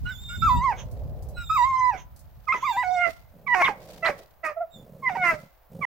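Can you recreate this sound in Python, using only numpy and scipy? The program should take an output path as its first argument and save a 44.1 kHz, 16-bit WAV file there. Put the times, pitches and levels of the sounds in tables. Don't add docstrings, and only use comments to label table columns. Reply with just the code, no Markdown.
import sys
import numpy as np
from scipy import signal
from scipy.fft import rfft, irfft, next_fast_len
from scipy.io import wavfile
from scipy.ndimage import uniform_filter1d

SR = 44100
rng = np.random.default_rng(int(sys.argv[2]) if len(sys.argv) > 2 else 0)


def master(y):
    cut = np.clip(np.atleast_2d(y).T, -1, 1)
    pcm = np.round(cut * 32767)
    wavfile.write(sys.argv[1], SR, pcm.astype(np.int16))


N = 261455
TIME = np.arange(N) / SR
BAND_EDGE_HZ = 15900


def amp(db):
    return 10 ** (np.asarray(db) / 20)


def unit(x):
    return x / np.sqrt(np.mean(x ** 2) + 1e-20)


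def db_at(spectrum, hz):
    knots_hz, db = np.transpose(spectrum)
    return np.interp(np.log(hz + 1), np.log(knots_hz + 1), db)


def noise(spectrum, channels=1):
    size = next_fast_len(N, True)
    colour = amp(db_at(spectrum, np.fft.rfftfreq(size, 1 / SR)))
    return unit(irfft(rfft(rng.standard_normal((channels, size))) * colour, size)[:, :N])


def wander(rate_hz):
    return unit(signal.sosfilt(signal.butter(2, rate_hz, fs=SR, output="sos"), rng.standard_normal(N)))


def phase_of(hz):
    return 2 * np.pi * np.cumsum(hz) / SR


def pan(x, right_db):
    return x * amp([[-right_db / 2], [right_db / 2]])


def gate(start_s, end_s, attack_s, release_s):
    attack = np.clip((TIME - start_s) / attack_s + 1, 0, 1)
    release = np.clip(1 - (TIME - end_s) / release_s, 0, 1)
    return (attack * release) ** 2


def swells(rows, rise_ratio=1):
    return sum(amp(db) * np.exp(-np.maximum((s - TIME) / rise_ratio, TIME - s) / fade_s)
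               for s, fade_s, db in rows)


def joined(calls):
    power, total = 0, 0
    for gain, *controls in calls:
        weight = gain ** 2 + 1e-14
        power += weight
        total += weight * np.array(controls)
    return np.sqrt(power), *(total / power)


def winter_air(level_db=-59):
    # (frequency [Hz], density [dB])
    spectrum = [(60, 0.5), (200, -28), (650, -7), (2700, -27.5), (9000, -40), (15000, -21)]
    return amp(level_db) * unit(noise(spectrum, channels=2) + noise(spectrum))


def wind(rumble_db=-1, lumps_db=2.14, buffet_db=8, breeze_db=-74.5):
    # (time [s], fade [s], relative level [dB])
    gusts = [(.05, 0.045, -28.5), (.45, 0.089, -26.5), (.565, 0.026, -19), (1.05, 0.54, -32),
             (2.9, 1, -50.5)]
    # (frequency [Hz], density [dB])
    rumble_spectrum = [(18, -32.5), (48, 8), (130, -0.5), (300, -22.5), (2500, -66)]
    buffet_spectrum = [(60, -10), (220, 17), (600, -36.5)]
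    force = amp(breeze_db) + swells(gusts)
    lumps = unit(amp(lumps_db * wander(24)))
    thumps = noise(buffet_spectrum, channels=2) * amp(buffet_db) * force ** 2
    rumble = noise(rumble_spectrum, channels=2) * lumps * amp(rumble_db) * force
    return pan(rumble + thumps, right_db=1.5)


def yip(start_s, held_s, hz, octaves_per_s, db, mouth_db, attack_s=0.02, release_s=0.043, sag=0.1):
    onset = np.clip((start_s - TIME) / attack_s, 0, 1)
    ending = np.clip((TIME - start_s - held_s) / release_s, 0, 1)
    glide_octaves = octaves_per_s * (np.clip(TIME - start_s, 0, held_s) - held_s / 2)
    pitch_hz = hz * 2 ** glide_octaves * (1 - sag * ending)
    gain = amp(db) * gate(start_s, start_s + held_s, attack_s, release_s)
    return gain, pitch_hz, mouth_db - 11 * (onset + ending), np.full(N, 0.11)


def voice(jitter=0.052, shimmer=0.22, rasp=0.76, rattle_hz=170, treble_hz=3050, hiss_db=-24, chaos_db=7):
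    # (time [s], pitch [Hz], relative level [dB], mouth overtone lift [dB])
    whines = [
        [(0.428, 1338, -18.5, -12.5), (0.464, 1334, -16.5, -13), (0.506, 1001, -17.5, -26.5),
         (0.599, 955, -28, -15), (0.65, 1093, -19.5, -15), (0.698, 959, -19.5, -10), (0.728, 767, -31, -3)],
        [(1.503, 1274, -18, -15), (1.553, 1292, -20, -8), (1.584, 1005, -19, -17), (1.629, 960, -17, -13),
         (1.665, 1069, -22, -16.5), (1.902, 987, -19.5, -12.5), (1.916, 887, -32, -3.5), (1.945, 752, -30, -7)],
        [(2.479, 1252, -29, -6), (2.492, 1039, -19, 2.5), (2.518, 1063, -18.5, 5), (2.532, 1314, -19.5, -1),
         (2.553, 1013, -26, -6.5)],
        [(2.632, 1030, -21.5, -19.5), (2.653, 1214, -24.5, 0.5), (2.683, 1040, -22.5, -3),
         (2.712, 931, -22, -26.5), (2.732, 789, -38, 4.5), (2.756, 782, -29.5, -10.5), (2.783, 1000, -19, -5.5),
         (2.819, 982, -25.5, 2.5), (2.846, 736.5, -26.5, -2), (2.92, 732.5, -22, -25),
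         (3.045, 693.6, -18.5, 7.5), (3.074, 684.6, -25.5, -8.5)],
        [(3.473, 1150, -25.5, 9), (3.486, 999, -28.5, 4), (3.543, 960, -13.5, 11), (3.553, 750.5, -23, -1.5),
         (3.592, 725, -21, -11), (3.616, 689.2, -14, -0.5), (3.628, 1113, -16, 8.5), (3.678, 1036, -23, 3.5),
         (3.697, 841.4, -25.5, -10)],
        [(4.032, 656.7, -25.5, 0.5), (4.064, 665, -20, 7.5), (4.097, 593, -24.5, -6.5)],
        [(4.44, 661, -27.5, -3), (4.457, 634.6, -25.5, 16.5), (4.493, 614.6, -28, -2.5)],
        [(5.03, 1078, -34.5, -11), (5.07, 1031, -19.5, 11.5), (5.087, 970, -24.5, 8), (5.105, 765, -28, -9),
         (5.146, 695, -33.5, -11.5), (5.16, 962.3, -25.5, -2), (5.175, 754, -28, -10.5),
         (5.2, 744.5, -28.5, -1), (5.23, 718.4, -18, 1), (5.303, 666.6, -19, 17), (5.335, 633, -28, -15.5)],
    ]
    # (time [s], hold [s], pitch [Hz], glide [octaves/s], relative level [dB], mouth lift [dB])
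    yips = [(.066, 0.044, 1476, 2.2, -31.5, 17.5), (0.303, 0.051, 1446, 1.5, -38.5, 10.5),
            (1.377, .045, 1417, -0.31, -36.5, 3), (5.826, 0.026, 1046, -11.5, -25, 5)]
    # (frequency [Hz], gain [dB])
    throat = [(280, -21), (600, -19.5), (1200, -1.5), (1700, -8.5), (2120, 0.5), (2400, -10.5), (2780, -19),
              (3030, -41), (3800, -40), (5900, -42.5), (7800, -49), (9500, -69.5), (15000, -49.5)]
    # (frequency [Hz], density [dB])
    teeth = [(2000, -21), (5300, 3), (9000, -11.5)]
    level, hz, mouth_db, rough = joined([whine(curve) for curve in whines] + [yip(*row) for row in yips])
    rough, doubling = harshness(rough)
    unsteady = .007 * wander(50) + .005 * wander(900) + .04 * rough * wander(130)
    phase = phase_of(hz * (1 + jitter * rough * wander(280) + unsteady))

    def lurch():
        return amp(chaos_db * np.minimum(rough + doubling / 4, .5) * wander(70))

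    tone, power = np.cos(phase), np.ones(N)
    for k in range(2, 12):
        high = k * hz > treble_hz
        flicker_db = np.where(high, 4.5, 1.2) * wander(28)
        db = db_at(throat, k * hz) + np.where(high, 0, mouth_db) + flicker_db
        gain = uniform_filter1d(amp(db) * (k * hz < BAND_EDGE_HZ), size=200) * lurch()
        hoarse_rad = ((k - 2) / 10 + k * rough / 6) * wander(rattle_hz)
        tone += gain * np.cos(k * phase + hoarse_rad + rng.uniform(0, 2 * np.pi))
        power += gain ** 2
    strength = np.sqrt(power)
    for k in np.arange(4) + .5:
        gain = doubling * strength * amp(db_at(throat, k * hz)) / np.sqrt(1 + k) * lurch()
        hoarse_rad = 2 * rough * wander(rattle_hz)
        tone += gain * np.cos(k * phase + hoarse_rad + rng.uniform(0, 2 * np.pi))
        power += gain ** 2
    rattle = np.cos(phase_of(rattle_hz * (1 + .4 * wander(90))))
    flutter = np.minimum(shimmer * rough, 1)
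    pulsing = (1 + flutter * rattle) / np.sqrt(1 + flutter ** 2 / 2)
    muffling = amp(0.53 * np.minimum(mouth_db, 0))
    breath = rasp * rough * noise(throat)[0] * (1 + .5 * np.cos(phase)) * muffling
    breath += rough ** 2 * mouth_roar(mouth_db)
    breath += amp(hiss_db) * (rough + .5 * doubling) * noise(teeth)[0]
    sound = level * pulsing * (tone / np.sqrt(power / 2) + breath)
    return sound / np.sqrt(1 + (rasp * rough) ** 2), phase


def mouth_roar(mouth_db, centre_hz=1400, half_width_hz=220, octaves_per_db=0.22, gain_db=4):
    phase = phase_of(centre_hz * 2 ** (octaves_per_db * mouth_db))
    band = wander(half_width_hz) * np.cos(phase) + wander(half_width_hz) * np.sin(phase)
    return amp(gain_db) * unit(band)


def whistle(fold_phase, voice_rms, partials_db=(-2, -12, -36, -15), flicker_db=3, knee_db=-46):
    # (time [s], pitch [Hz], relative level [dB])
    curves = [
        [(0.075, 4017, -55.5), (0.132, 3550, -45.5), (0.156, 3447, -48.5), (0.214, 3664, -45.5),
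         (0.548, 3581, -45.5), (0.6, 3807, -51)],
        [(1.372, 4000, -49), (1.484, 3618, -46.5), (1.535, 3783, -43), (1.595, 3732, -41.5),
         (1.72, 3771, -62.5)],
        [(2.625, 3334, -51), (2.691, 3795, -43), (2.743, 3456, -46), (2.81, 3887, -51.5)],
        [(4.735, 3703, -52), (4.775, 3507, -53.5)],
    ]
    calls = []
    for s, hz, db in map(np.transpose, curves):
        gain = amp(np.interp(TIME, s, db)) * gate(s[0], s[-1], attack_s=0.04, release_s=0.09)
        calls.append((gain, np.interp(TIME, s, hz)))
    level, hz = joined(calls)
    phase = phase_of(hz * (1 + 0.0087 * wander(200)))
    tone = sum(amp(db + flicker_db * wander(31)) * np.cos(k * phase)
               for k, db in enumerate(partials_db, 1))
    depth = 0.55 * voice_rms / (voice_rms + amp(knee_db))
    difference_tone = depth * np.cos(phase - fold_phase) / 2
    return np.sqrt(2) * level * (tone * (1 + depth * np.cos(fold_phase)) + difference_tone)


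def grainy_hiss(gain_db=1, grain_db=3.5, grain_rate_hz=70):
    # (time [s], fade [s], relative level [dB])
    bursts = [(.3, 1, -62), (2.75, 0.18, -55.5), (3.1, 0.055, -52), (3.92, 0.12, -52.5), (4.19, .05, -56.5),
              (5.3, 0.096, -50)]
    # (frequency [Hz], density [dB])
    spectrum = [(2000, 0.5), (4700, 0.5), (9000, -8.5), (14000, -7)]
    grains = unit(amp(grain_db * wander(grain_rate_hz)))
    return noise(spectrum, channels=2) * grains * amp(gain_db) * swells(bursts, rise_ratio=0.95)


def whine(curve, attack_s=0.011, release_s=0.06, sag=0.089, break_octaves_per_s=12, snap=2.1):
    s, hz, db, mouth_db = np.transpose(curve)
    knots = np.arange(len(s))
    place = np.interp(TIME, s, knots)
    leg = np.minimum(place.astype(int), len(s) - 2)
    leaps = (abs(np.diff(np.log2(hz))) > break_octaves_per_s * np.diff(s))[leg]
    along = np.clip((place - leg - .5) * np.where(leaps, snap, 1) + .5, 0, 1)
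    droop = 1 - sag * np.clip((TIME - s[-1]) / release_s, 0, 1)
    pitch_hz = np.interp(leg + along, knots, hz) * droop
    break_rough = 0.16 * leaps * np.sin(np.pi * (place - leg))
    end_rough = 0.39 * np.clip((TIME - s[-1]) / 0.033 + 1, 0, 1) ** 2
    gain = amp(np.interp(TIME, s, db)) * gate(s[0], s[-1], attack_s, release_s)
    return gain, pitch_hz, np.interp(TIME, s, mouth_db), break_rough + end_rough


def breathy_rush(attack_s=0.51, release_s=0.097):
    # (start [s], end [s], level [dB])
    spans = [(0.747, 1.35, -49.5), (3.72, 4.209, -49.5)]
    # (frequency [Hz], density [dB])
    spectrum = [(300, -13.5), (600, -0.5), (1000, -21.5), (2500, -59.5)]
    return noise(spectrum) * sum(amp(db) * gate(a, b, attack_s, release_s) for a, b, db in spans)


def squeaks(half_width_s=0.028):
    # (time [s], level [dB])
    puffs = [(0.798, -45.5), (1.996, -49.5), (2.568, -49), (2.63, -50)]
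    # (frequency [Hz], gain [dB])
    nose = [(3400, -0.5), (4700, -25), (6350, 1.5), (8000, -33.5)]
    return noise(nose)[0] * sum(amp(db) * np.exp(-((TIME - s) / half_width_s) ** 2) for s, db in puffs)


def tether(gain_db=-4, decay_s=0.021):
    # (time [s], relative peak [dB])
    ticks = [(0.913, -49), (1.224, -47.5), (1.2875, -48.5), (2.162, -49), (2.192, -50), (3.852, -55),
             (5.399, -55)]
    # (frequency [Hz], density [dB])
    spectrum = [(1000, -60), (4500, 8)]
    blows = sum(amp(gain_db + db) * (TIME >= s) * np.exp(-abs(TIME - s) / decay_s) for s, db in ticks)
    return noise(spectrum, channels=2) * blows


def growl(rate_hz=50, pulse_depth=0.52, attack_s=0.049, release_s=0.072):
    # (start [s], end [s], level [dB])
    spans = [(3.339, 4.15, -53.5), (4.761, 5.437, -47.5), (5.733, 5.83, -42)]
    # (frequency [Hz], gain [dB])
    chest = [(70, -17.5), (165, 6.5), (330, -19), (550, -4.5), (1200, -42)]
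    phase = phase_of(rate_hz * (1 + .5 * wander(30)))
    puffs = unit(noise(chest)[0] * (1 + pulse_depth * np.cos(phase)))
    level = sum(amp(db) * gate(a, b, attack_s, release_s) for a, b, db in spans)
    return pan(puffs * level, right_db=2.5)


def harshness(rough, rough_floor=0.0079, ease_s=0.01):
    # (start [s], end [s], roughness [0-1], period doubling [0-1])
    forced = [(3.545, 3.626, 0.1, 1), (3.643, 3.695, 0.4, 0.4), (4.045, 4.107, 0.41, 0.8),
              (4.44, 4.471, 0.19, 1), (5.09, 5.192, 0.2, 0.1), (5.24, 5.355, 0.09, 0.8)]
    doubling = 0
    for start_s, end_s, added_rough, added_doubling in forced:
        inside = np.clip((TIME - start_s) / ease_s + .5, 0, 1)
        inside *= np.clip((end_s - TIME) / ease_s + .5, 0, 1)
        rough = rough + added_rough * inside
        doubling += added_doubling * inside
    return np.clip(rough + rough_floor, 0, 1), doubling


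def whimpers(db_per_overtone=-19):
    # (time [s], hold [s], pitch [Hz], relative level [dB])
    hoots = [(4.575, 0.0043, 661, -26), (4.612, 0.011, 688, -21.5)]
    gain, hz = joined([yip(s, held_s, hz, 0, db, 0)[:2] for s, held_s, hz, db in hoots])
    phase = phase_of(hz * (1 + .01 * wander(50)))
    return np.sqrt(2) * gain * sum(amp(db_per_overtone * k) * np.cos((k + 1) * phase) for k in range(4))


def dog(voice_db=-2.06, whistle_db=-1):
    sound, fold_phase = voice()
    voice_rms = np.sqrt(abs(uniform_filter1d(sound ** 2, size=400)))
    calls = amp(voice_db) * (sound + whimpers())
    return calls + amp(whistle_db) * whistle(fold_phase, voice_rms) + squeaks()


def yard(x, early_db=-12, tail_db=-17, early_t60_s=0.1, tail_t60_s=0.42, beam_hz=4400, snow_hz=2200):
    t = np.arange(SR // 2) / SR
    hz = np.fft.rfftfreq(len(t), 1 / SR)
    early, tail = rng.standard_normal((2, 2, len(t))) * np.clip(t / .002, 0, 1)
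    early, tail = early * amp(-60 * t / early_t60_s), tail * amp(-60 * t / tail_t60_s)
    early, tail = early / np.linalg.norm(early[0]), tail / np.linalg.norm(tail[0])
    beamed = 1 - 1 / (1 + (hz / beam_hz) ** 2)
    dull = 1 / np.sqrt(1 + (hz / snow_hz) ** 2)
    response = irfft(rfft(early) * (amp(early_db) + beamed) + rfft(tail) * amp(tail_db) * dull, len(t))
    response[0, 1] += amp(-2)
    response[1, 0] += amp(2)
    return signal.fftconvolve(x[None], response, axes=1)[:, :N]


def head_motion(x, side_db=-9, rate_hz=11):
    turning = signal.hilbert(x, next_fast_len(N))[:N] * (wander(rate_hz) + 1j * wander(rate_hz))
    side = amp(side_db) * turning.real / np.sqrt(2)
    return np.array([side, -side])


def scene():
    air = winter_air()
    calls = dog()
    from_yard = pan(yard(calls) + head_motion(calls) + breathy_rush(), right_db=3)
    return from_yard + growl() + grainy_hiss() + tether() + wind() + air


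def record(dry):
    stop_s = 5.853
    live = np.clip((stop_s - TIME) * SR / 100, 0, 1)
    low_pass = signal.firwin(511, BAND_EDGE_HZ, window=("kaiser", 9), fs=SR)
    return signal.oaconvolve(dry * live, low_pass[None], "same")


dry = scene()
out = record(dry)
master(out)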